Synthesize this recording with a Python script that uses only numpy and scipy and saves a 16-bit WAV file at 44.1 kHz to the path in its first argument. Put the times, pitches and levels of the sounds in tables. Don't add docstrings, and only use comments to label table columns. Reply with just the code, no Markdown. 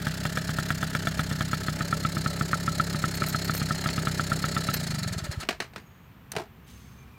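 import sys
import numpy as np
from scipy import signal
from scipy.fft import rfft, irfft, next_fast_len
from scipy.io import wavfile

SR = 44100
rng = np.random.default_rng(int(sys.argv[2]) if len(sys.argv) > 2 else 0)


def inscribe(sig):
    pcm = np.round(np.clip(np.atleast_2d(sig).T, -1, 1) * 32767)
    wavfile.write(sys.argv[1], SR, pcm.astype(np.int16))


N = 316619
T = np.arange(N) / SR

# (time [s], pop strength [dB])
FIRINGS = [(0.0682, -24), (0.2527, -24.5), (0.3725, -20.5), (0.4924, -33), (0.5857, -23), (0.7045, -19),
           (0.828, -22.5), (0.9507, -19.5), (1.071, -18.5), (1.193, -18.5), (1.3127, -36.5),
           (1.4076, -20.5), (1.5316, -18), (1.6835, -21.5), (1.8078, -21.5), (1.927, -15.5),
           (2.0495, -17.5), (2.1682, -24.5), (2.2608, -19), (2.4107, -19.5), (2.5315, -14), (2.678, -16.5),
           (2.798, -13), (2.9462, -29.5), (3.04, -17), (3.2201, -19.5), (3.3462, -19.5), (3.496, -19.5),
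           (3.6154, -27.5), (3.7075, -19.5), (3.8591, -20.5), (3.9793, -24.5), (4.0713, -18.5),
           (4.1955, -18), (4.3177, -17), (4.4408, -19), (4.5652, -19), (4.6874, -19.5)]
# (frequency [Hz], width [Hz], gain [dB])
SILENCER_MODES = [(54.4, 8.7, -10.5), (76.4, 42, -3), (154.9, 8.6, 5), (226, 260, 2)]
AIR_BOX_MODES = [(173.6, 35.7, 6), (192, 15, -11.5), (368, 43, -4)]
PIPE_WALL_MODES = [(1450, 90, -2), (1650, 90, 0), (1770, 80, -1), (2240, 150, -10), (2750, 250, -11),
                   (3210, 80, -5), (3500, 90, -5), (3980, 80, -11)]
FIN_MODES = [(2040, 45, -11), (2170, 60, -9), (2390, 45, -11), (3975, 32, -2), (4252, 26, 2),
             (4350, 120, -7), (4474, 45, -3), (4760, 28, -8), (5056, 36, -6), (5400, 55, -7),
             (6143, 40, -8), (6473, 32, -9), (6808, 70, -5), (7150, 100, -10), (7550, 80, -11),
             (7946, 80, -10), (8700, 80, -13), (9380, 70, -13)]
PANEL_MODES = [(351, 117, -4), (572.4, 11, 0.5)]
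COWL_MODES = [(750, 150, 2.5), (877, 61, -3), (1870, 200, 0), (2060, 300, -5)]
FRAME_MODES = [(171, 59, -1), (358, 31, 3.5), (413, 47, 6.5), (656, 50, 5), (715, 32, 2), (810, 26, -2),
               (890, 35, -11), (1230, 99, -20), (1570, 67, -23)]
KEY_MODES = [(2600, 700, -14), (8550, 50, -11), (10750, 50, -12), (11860, 32, -1), (13270, 36, 2),
             (14000, 2500, -22)]
# (frequency [Hz], level [dB])
CRACK_SPECTRUM = [(200, 0), (450, 5), (620, 17), (900, 9.5), (1150, 9), (2500, 3.5), (3600, -.5),
                  (5000, -54), (15000, -49)]
SPIT_SPECTRUM = [(1500, -4), (3400, 9.5), (4500, -5), (8000, -5.5), (15000, -11)]
CLATTER_SPECTRUM = [(220, 9.5), (330, 4), (430, 6.5), (510, -2.5), (640, 9.5), (760, -7), (860, 3.5),
                    (1030, -14), (1340, 4.5), (1520, 4.5), (1750, 7.5), (2200, -6), (3000, -1),
                    (5000, -25.5)]
RATTLE_SPECTRUM = [(1500, -30), (3000, -9), (4300, 1), (5200, 8), (5750, 2), (7300, 3.5), (8500, -5),
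                   (10300, -5.5), (13000, -3.5), (16000, -7)]
LOCK_SPECTRUM = [(120, -29), (200, 1.5), (334, -9.5), (416, -13.5), (722, -5.5), (791, -9), (1000, -10.5),
                 (1270, -6.5), (1740, -4), (2860, -8), (3430, -14), (4120, -10), (6050, -18.5),
                 (8580, -23.5), (16000, -51)]
TICK_SPECTRUM = [(470, -26), (800, -15), (3100, -33), (3830, 5), (5050, -10.5), (6330, 4), (7170, -10),
                 (8990, 4), (10700, -12), (13900, -1), (16000, -8)]
RUSTLE_SPECTRUM = [(200, -5), (500, -11), (3000, 7), (8500, 0), (11000, -3), (15000, -4)]
AIR_SPECTRUM = [(25, -24), (45, -9), (130, -3), (250, -8.5), (300, -17.5), (400, -16.5), (575, -23.5),
                (1150, -19.5), (1600, -23), (2700, -26.5), (4900, -39.5), (10400, -45.5), (14800, -32),
                (16000, -46)]
HUM_SPECTRUM = [(30, -8), (60, 13), (250, -7), (600, -32)]
# (angle [turns], level [dB])
SLIDING = [(.05, -10), (.22, -9.5), (.31, -.5), (.43, 6.5), (.62, 5), (.8, -5), (.95, -8.5)]
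KNOCKING = [(.05, -18.5), (.22, -12.5), (.36, -2), (.65, -8.5), (.85, -1)]
SLAPPING = [(.02, -7.5), (.2, -14.5), (.45, -5), (.72, -1), (.88, -19)]
# (time [s], level [dB])
MIC_CLOSENESS = [(0, -43.5), (1.0, -44.5), (2.4, -42.5), (3.3, -40.5), (4.0, -41), (4.8, -40)]
TAILPIPE_BEAM = [(1.2, 3.5), (2.0, 0.5)]
SEAT_SHADE = [(1.3, 1), (2.25, -3), (2.7, -4), (3.15, -1)]
PANEL_BOOM = [(1.45, -70), (1.95, -47.5), (2.4, -46), (3.2, -48.5), (4.6, -47.5), (5.0, -56)]
# (time [s], snap level [dB], tick level [dB])
LOCK_CLICKS = [(3.239, -44, -78), (3.549, -48, -56), (3.84, -46, -78), (3.888, -42, -78),
               (4.741, -41.5, -60), (6.318, -53.5, -48.5)]
# (time [s], snap level [dB], frame knock level [dB])
CLUNKS = [(5.431, -50, -56), (5.488, -35, -42.5), (5.602, -40, -48.5), (5.735, -66, -65),
          (5.760, -49, -54.5), (6.334, -78, -55), (6.352, -59, -49), (6.364, -43.5, -39.5),
          (6.397, -74, -47.5)]
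# (time [s], level [dB])
KEY_JINGLES = [(3.153, -56), (3.263, -55), (3.285, -49), (3.445, -55), (3.537, -54), (3.55, -49),
               (3.577, -51), (4.740, -45)]
# (frequency [Hz], width [Hz], gain [dB])
HUM_BANDS = [(68, 13, -7.5), (85, 17, -17), (123, 22, -2.5), (193, 38, -3), (235.5, 10, -4)]
# (time [s], level [dB])
HUM_LEVEL = [(6.6, -57), (6.85, -49), (7.18, -52)]
# (start [s], end [s], frequency [Hz], width [Hz], level [dB])
WHISTLES = [(5.76, 6.08, 6620, 130, -74), (6.64, 7.06, 6330, 70, -65.5), (6.96, 7.04, 2374, 40, -64),
            (7.07, 7.2, 2390, 40, -64), (6.85, 7.3, 1120, 20, -72)]

FIRING_TIMES = np.array(FIRINGS)[:, 0]
IDLE_TURN_S, IDLE_TURNS_PER_S = .0303, 30.153
BRAKING_TURNS_PER_S2, ZERO_SPEED_S, REST_S = 33.506, 5.6918, 5.46
PIPE_RING_HZ, USUAL_POP_DB, PUFF_LEAD_S = 1322.6, -17.5, .005


def engine():
    angle = crank_angle()
    return breathing(angle) + cylinder_rattle(angle) + pipe_ringing(angle) + firing_pops()


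def crank_speed(s):
    return np.minimum(IDLE_TURNS_PER_S, BRAKING_TURNS_PER_S2 * (ZERO_SPEED_S - np.minimum(s, REST_S)))


def crank_angle():
    turns = np.r_[0, np.cumsum(np.round(np.diff(FIRING_TIMES) / IDLE_TURN_S))]
    idle = np.interp(T, np.r_[FIRING_TIMES[0] - 4 * IDLE_TURN_S, FIRING_TIMES], np.r_[-4, turns])
    return idle + np.cumsum(crank_speed(T) * (T > FIRING_TIMES[-1])) / SR


def turn_times(angle):
    return T[1:][(np.diff(np.floor(angle)) > 0) & (T[1:] < REST_S)]


def gain_at_mic(idle_db, closeness_share, db_per_halving):
    close_db, = in_time(MIC_CLOSENESS)
    closer_db = close_db - close_db[T < REST_S].mean()
    halvings = np.log2(IDLE_TURNS_PER_S / crank_speed(T))
    return from_db(idle_db + closeness_share * closer_db + db_per_halving * halvings)


def puff(width_s, lag_s):
    t = np.arange(SR // 40) / SR - PUFF_LEAD_S
    return np.exp(-((t - lag_s) / width_s) ** 2 / 2)


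def breathing(angle):
    outflow, inflow = np.zeros(N), np.zeros(N)
    for s in turn_times(angle):
        if np.min(abs(FIRING_TIMES - s)) < IDLE_TURN_S / 2:
            gas = from_db(5) * puff(.001, lag_s=.0012)
        else:
            gas = puff(.0012 * np.sqrt(IDLE_TURNS_PER_S / crank_speed(s)), lag_s=.0037)
        add(outflow, s - PUFF_LEAD_S, gas * from_db(1.13 * rng.standard_normal()))
    for s in turn_times(angle - .26):
        add(inflow, s - PUFF_LEAD_S, puff(.001, lag_s=.004))
    suction = from_db(-4 * np.maximum(18 - crank_speed(T), 0))
    silencer = resonate(outflow, SILENCER_MODES[:2]) - resonate(outflow, SILENCER_MODES[2:])
    air_box = resonate(inflow * suction, AIR_BOX_MODES)
    return gain_at_mic(-32.5, .28, 2.4) * rms_one(silencer + air_box)


def firing_pops(blast_s=.0063):
    out, t = np.zeros(N), np.arange(SR // 10) / SR
    wall_lowpass = signal.butter(4, 4030, fs=SR, output="sos")
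    for s, db in FIRINGS:
        excess_db = db - USUAL_POP_DB
        beam_db = np.interp(s, *np.transpose(TAILPIPE_BEAM))
        shade_db = np.interp(s, *np.transpose(SEAT_SHADE))
        gas = rng.standard_normal(len(t)) * np.exp(-t / blast_s)
        blast = .6 * gas / np.linalg.norm(gas) + (t == 0)
        hz = PIPE_RING_HZ + 4.5 * excess_db + 5 * beam_db
        widening = from_db(1.2 * beam_db)
        ring = resonate(blast, [(hz, 75 * widening, 0)])
        ring = resonate(ring, [(hz, 330 * widening, 0)])
        wall = signal.sosfilt(wall_lowpass, resonate(blast + .1 * gas, PIPE_WALL_MODES))
        crack = colour(gas, CRACK_SPECTRUM)
        spit = colour(gas * np.minimum(t / .00072, 1), SPIT_SPECTRUM)
        treble = at_level(wall, -42 + .16 * beam_db) + at_level(crack, -45.5)
        treble += at_level(spit, -57.5 + 2.9 * beam_db)
        treble *= from_db(.35 * excess_db + beam_db + shade_db)
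        add(out, s, at_level(ring, db - 15.5 - 1.33 * beam_db) + treble)
    return out


def stroke(angle, shape):
    turn, db = np.transpose(shape)
    slowness = np.sqrt(IDLE_TURNS_PER_S / crank_speed(T))
    progress = ((angle - .3) % 1) ** (1 / slowness)
    level_db = np.interp(.3 + progress, turn, db, period=1) * np.sqrt(slowness)
    return rms_one(from_db(level_db)) * slowness * np.interp(T, [5.43, REST_S], [1, 0])


def cylinder_rattle(angle):
    sliding, knocking = stroke(angle, SLIDING), stroke(angle, KNOCKING)
    rubbing, ticking, tapping = grains(3) * sliding, grains(3.5) * sliding, grains(4) * knocking
    shade_db, = in_time(SEAT_SHADE)
    boom_db, = in_time(PANEL_BOOM)
    clatter = gain_at_mic(-42, .2, -5) * at_level(colour(tapping, CLATTER_SPECTRUM), shade_db)
    rattle = gain_at_mic(-46.5, .22, -9) * rms_one(colour(rubbing, RATTLE_SPECTRUM))
    panel = at_level(resonate(tapping, PANEL_MODES), boom_db)
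    fins = gain_at_mic(-42.5, 1.5, -7) * rms_one(resonate(ticking, FIN_MODES))
    cowl = gain_at_mic(-54.5, 1.8, -4) * rms_one(resonate(grains(3) * knocking, COWL_MODES))
    return clatter + rattle + panel + fins + cowl


def pipe_ringing(angle):
    shaking = grains(1.6) * stroke(angle, SLAPPING)
    beam_db, = in_time(TAILPIPE_BEAM)
    ring = at_level(resonate(shaking, [(PIPE_RING_HZ, 50, 0)]), -2 - 1.4 * beam_db)
    wall = at_level(resonate(shaking, PIPE_WALL_MODES), -3 + 1.1 * beam_db)
    return gain_at_mic(-48.5, .28, -1.1) * (ring + wall)


def ignition_lock(rebound_s=.0195):
    out = np.zeros(N)
    for s, snap_db, tick_db in LOCK_CLICKS:
        add(out, s, barrel_snap(.0038, snap_db, tick_db))
    for s, first_db, knock_db in CLUNKS:
        for k in range(4):
            decay_s = .0057 * 1.1 ** k
            snap_db = first_db - 10.5 * k
            knock = at_level(resonate(contact(1.1 * decay_s), FRAME_MODES), knock_db - 6.5 * k)
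            add(out, s + rebound_s * k, barrel_snap(decay_s, snap_db, snap_db - 18.5) + knock)
    return out


def barrel_snap(decay_s, snap_db, tick_db):
    body = colour(contact(decay_s) + from_db(-12) * contact(4.3 * decay_s), LOCK_SPECTRUM)
    tick = colour(contact(.95 * decay_s), TICK_SPECTRUM)
    return at_level(body, snap_db) + at_level(tick, tick_db)


def keys():
    out = np.zeros(N)
    for s, db in KEY_JINGLES:
        touch = contact(decay_s=.005)
        add(out, s, at_level(resonate(touch, KEY_MODES), db))
        add(out, s, at_level(colour(touch, TICK_SPECTRUM), db - 1))
    return out


def rustle(start_s=6.66, attack_s=.021, fade_db_per_s=33):
    since = np.maximum(T - start_s, 0)
    hiss = colour(grains(3), RUSTLE_SPECTRUM)
    return at_level(hiss, -55.5 - fade_db_per_s * since) * np.minimum(since / attack_s, 1)


def air_and_traffic():
    air = colour(rng.standard_normal(N), AIR_SPECTRUM)
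    hum = colour(resonate(rng.standard_normal(N), HUM_BANDS), HUM_SPECTRUM)
    hum_db, = in_time(HUM_LEVEL)
    return at_level(air, -52) + at_level(hum, hum_db)


def far_whistles():
    out = np.zeros(N)
    for start, end, hz, width, db in WHISTLES:
        progress = (T - start) / (end - start)
        swell = np.sqrt(np.maximum(1 - (2 * progress - 1) ** 2, 0))
        band = [(hz, width, 0)]
        out += swell * at_level(resonate(resonate(rng.standard_normal(N), band), band), db)
    return out


def contact(decay_s):
    t = np.arange(SR // 5) / SR
    return rng.standard_normal(len(t)) * np.exp(-t / decay_s) * np.minimum(t / .00053, 1)


def grains(spread_db):
    sizes = from_db(spread_db * np.clip(rng.standard_normal(N // 24 + 1), -2, 2))
    return rng.standard_normal(N) * np.repeat(sizes, 24)[:N]


def resonate(x, modes):
    out = 0
    for hz, width, db in modes:
        r = np.exp(-np.pi * width / SR)
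        feedback = [1, -2 * r * np.cos(2 * np.pi * hz / SR), r * r]
        out = out + from_db(db) * (1 - r * r) / 2 * signal.lfilter([1, 0, -1], feedback, x + 1e-18)
    return out


def colour(x, spectrum):
    size = 2 * next_fast_len(len(x) // 2 + 2048, True)
    hz, db = np.transpose(spectrum)
    bin_hz = np.arange(size // 2 + 1) * SR / size
    gain = from_db(np.interp(np.log(bin_hz + 1), np.log(hz), db))
    cepstrum = irfft(np.log(gain))[:size // 2]
    cepstrum[1:] *= 2
    return irfft(rfft(x, size) * np.exp(rfft(cepstrum, size)))[:len(x)]


def from_db(db):
    return 10 ** (np.asarray(db) / 20)


def rms_one(x):
    return x / np.sqrt(np.mean(x ** 2) + 1e-20)


def at_level(x, db):
    return from_db(db) * rms_one(x)


def in_time(rows):
    s, *columns = np.transpose(rows)
    return [np.interp(T, s, c) for c in columns]


def add(out, s, sound):
    i = int(np.clip(round(s * SR), 0, N))
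    out[i:i + len(sound)] += sound[:N - i]


def scene():
    return (engine() + keys() + ignition_lock() + air_and_traffic() + rustle() + far_whistles())[None]


def record(dry):
    low_cut = signal.butter(2, 27, "high", fs=SR, output="sos")
    high_cut = signal.ellip(12, .1, 80, 15950, fs=SR, output="sos")
    return signal.sosfilt(high_cut, signal.sosfilt(low_cut, dry))


dry = scene()
out = record(dry)
inscribe(out)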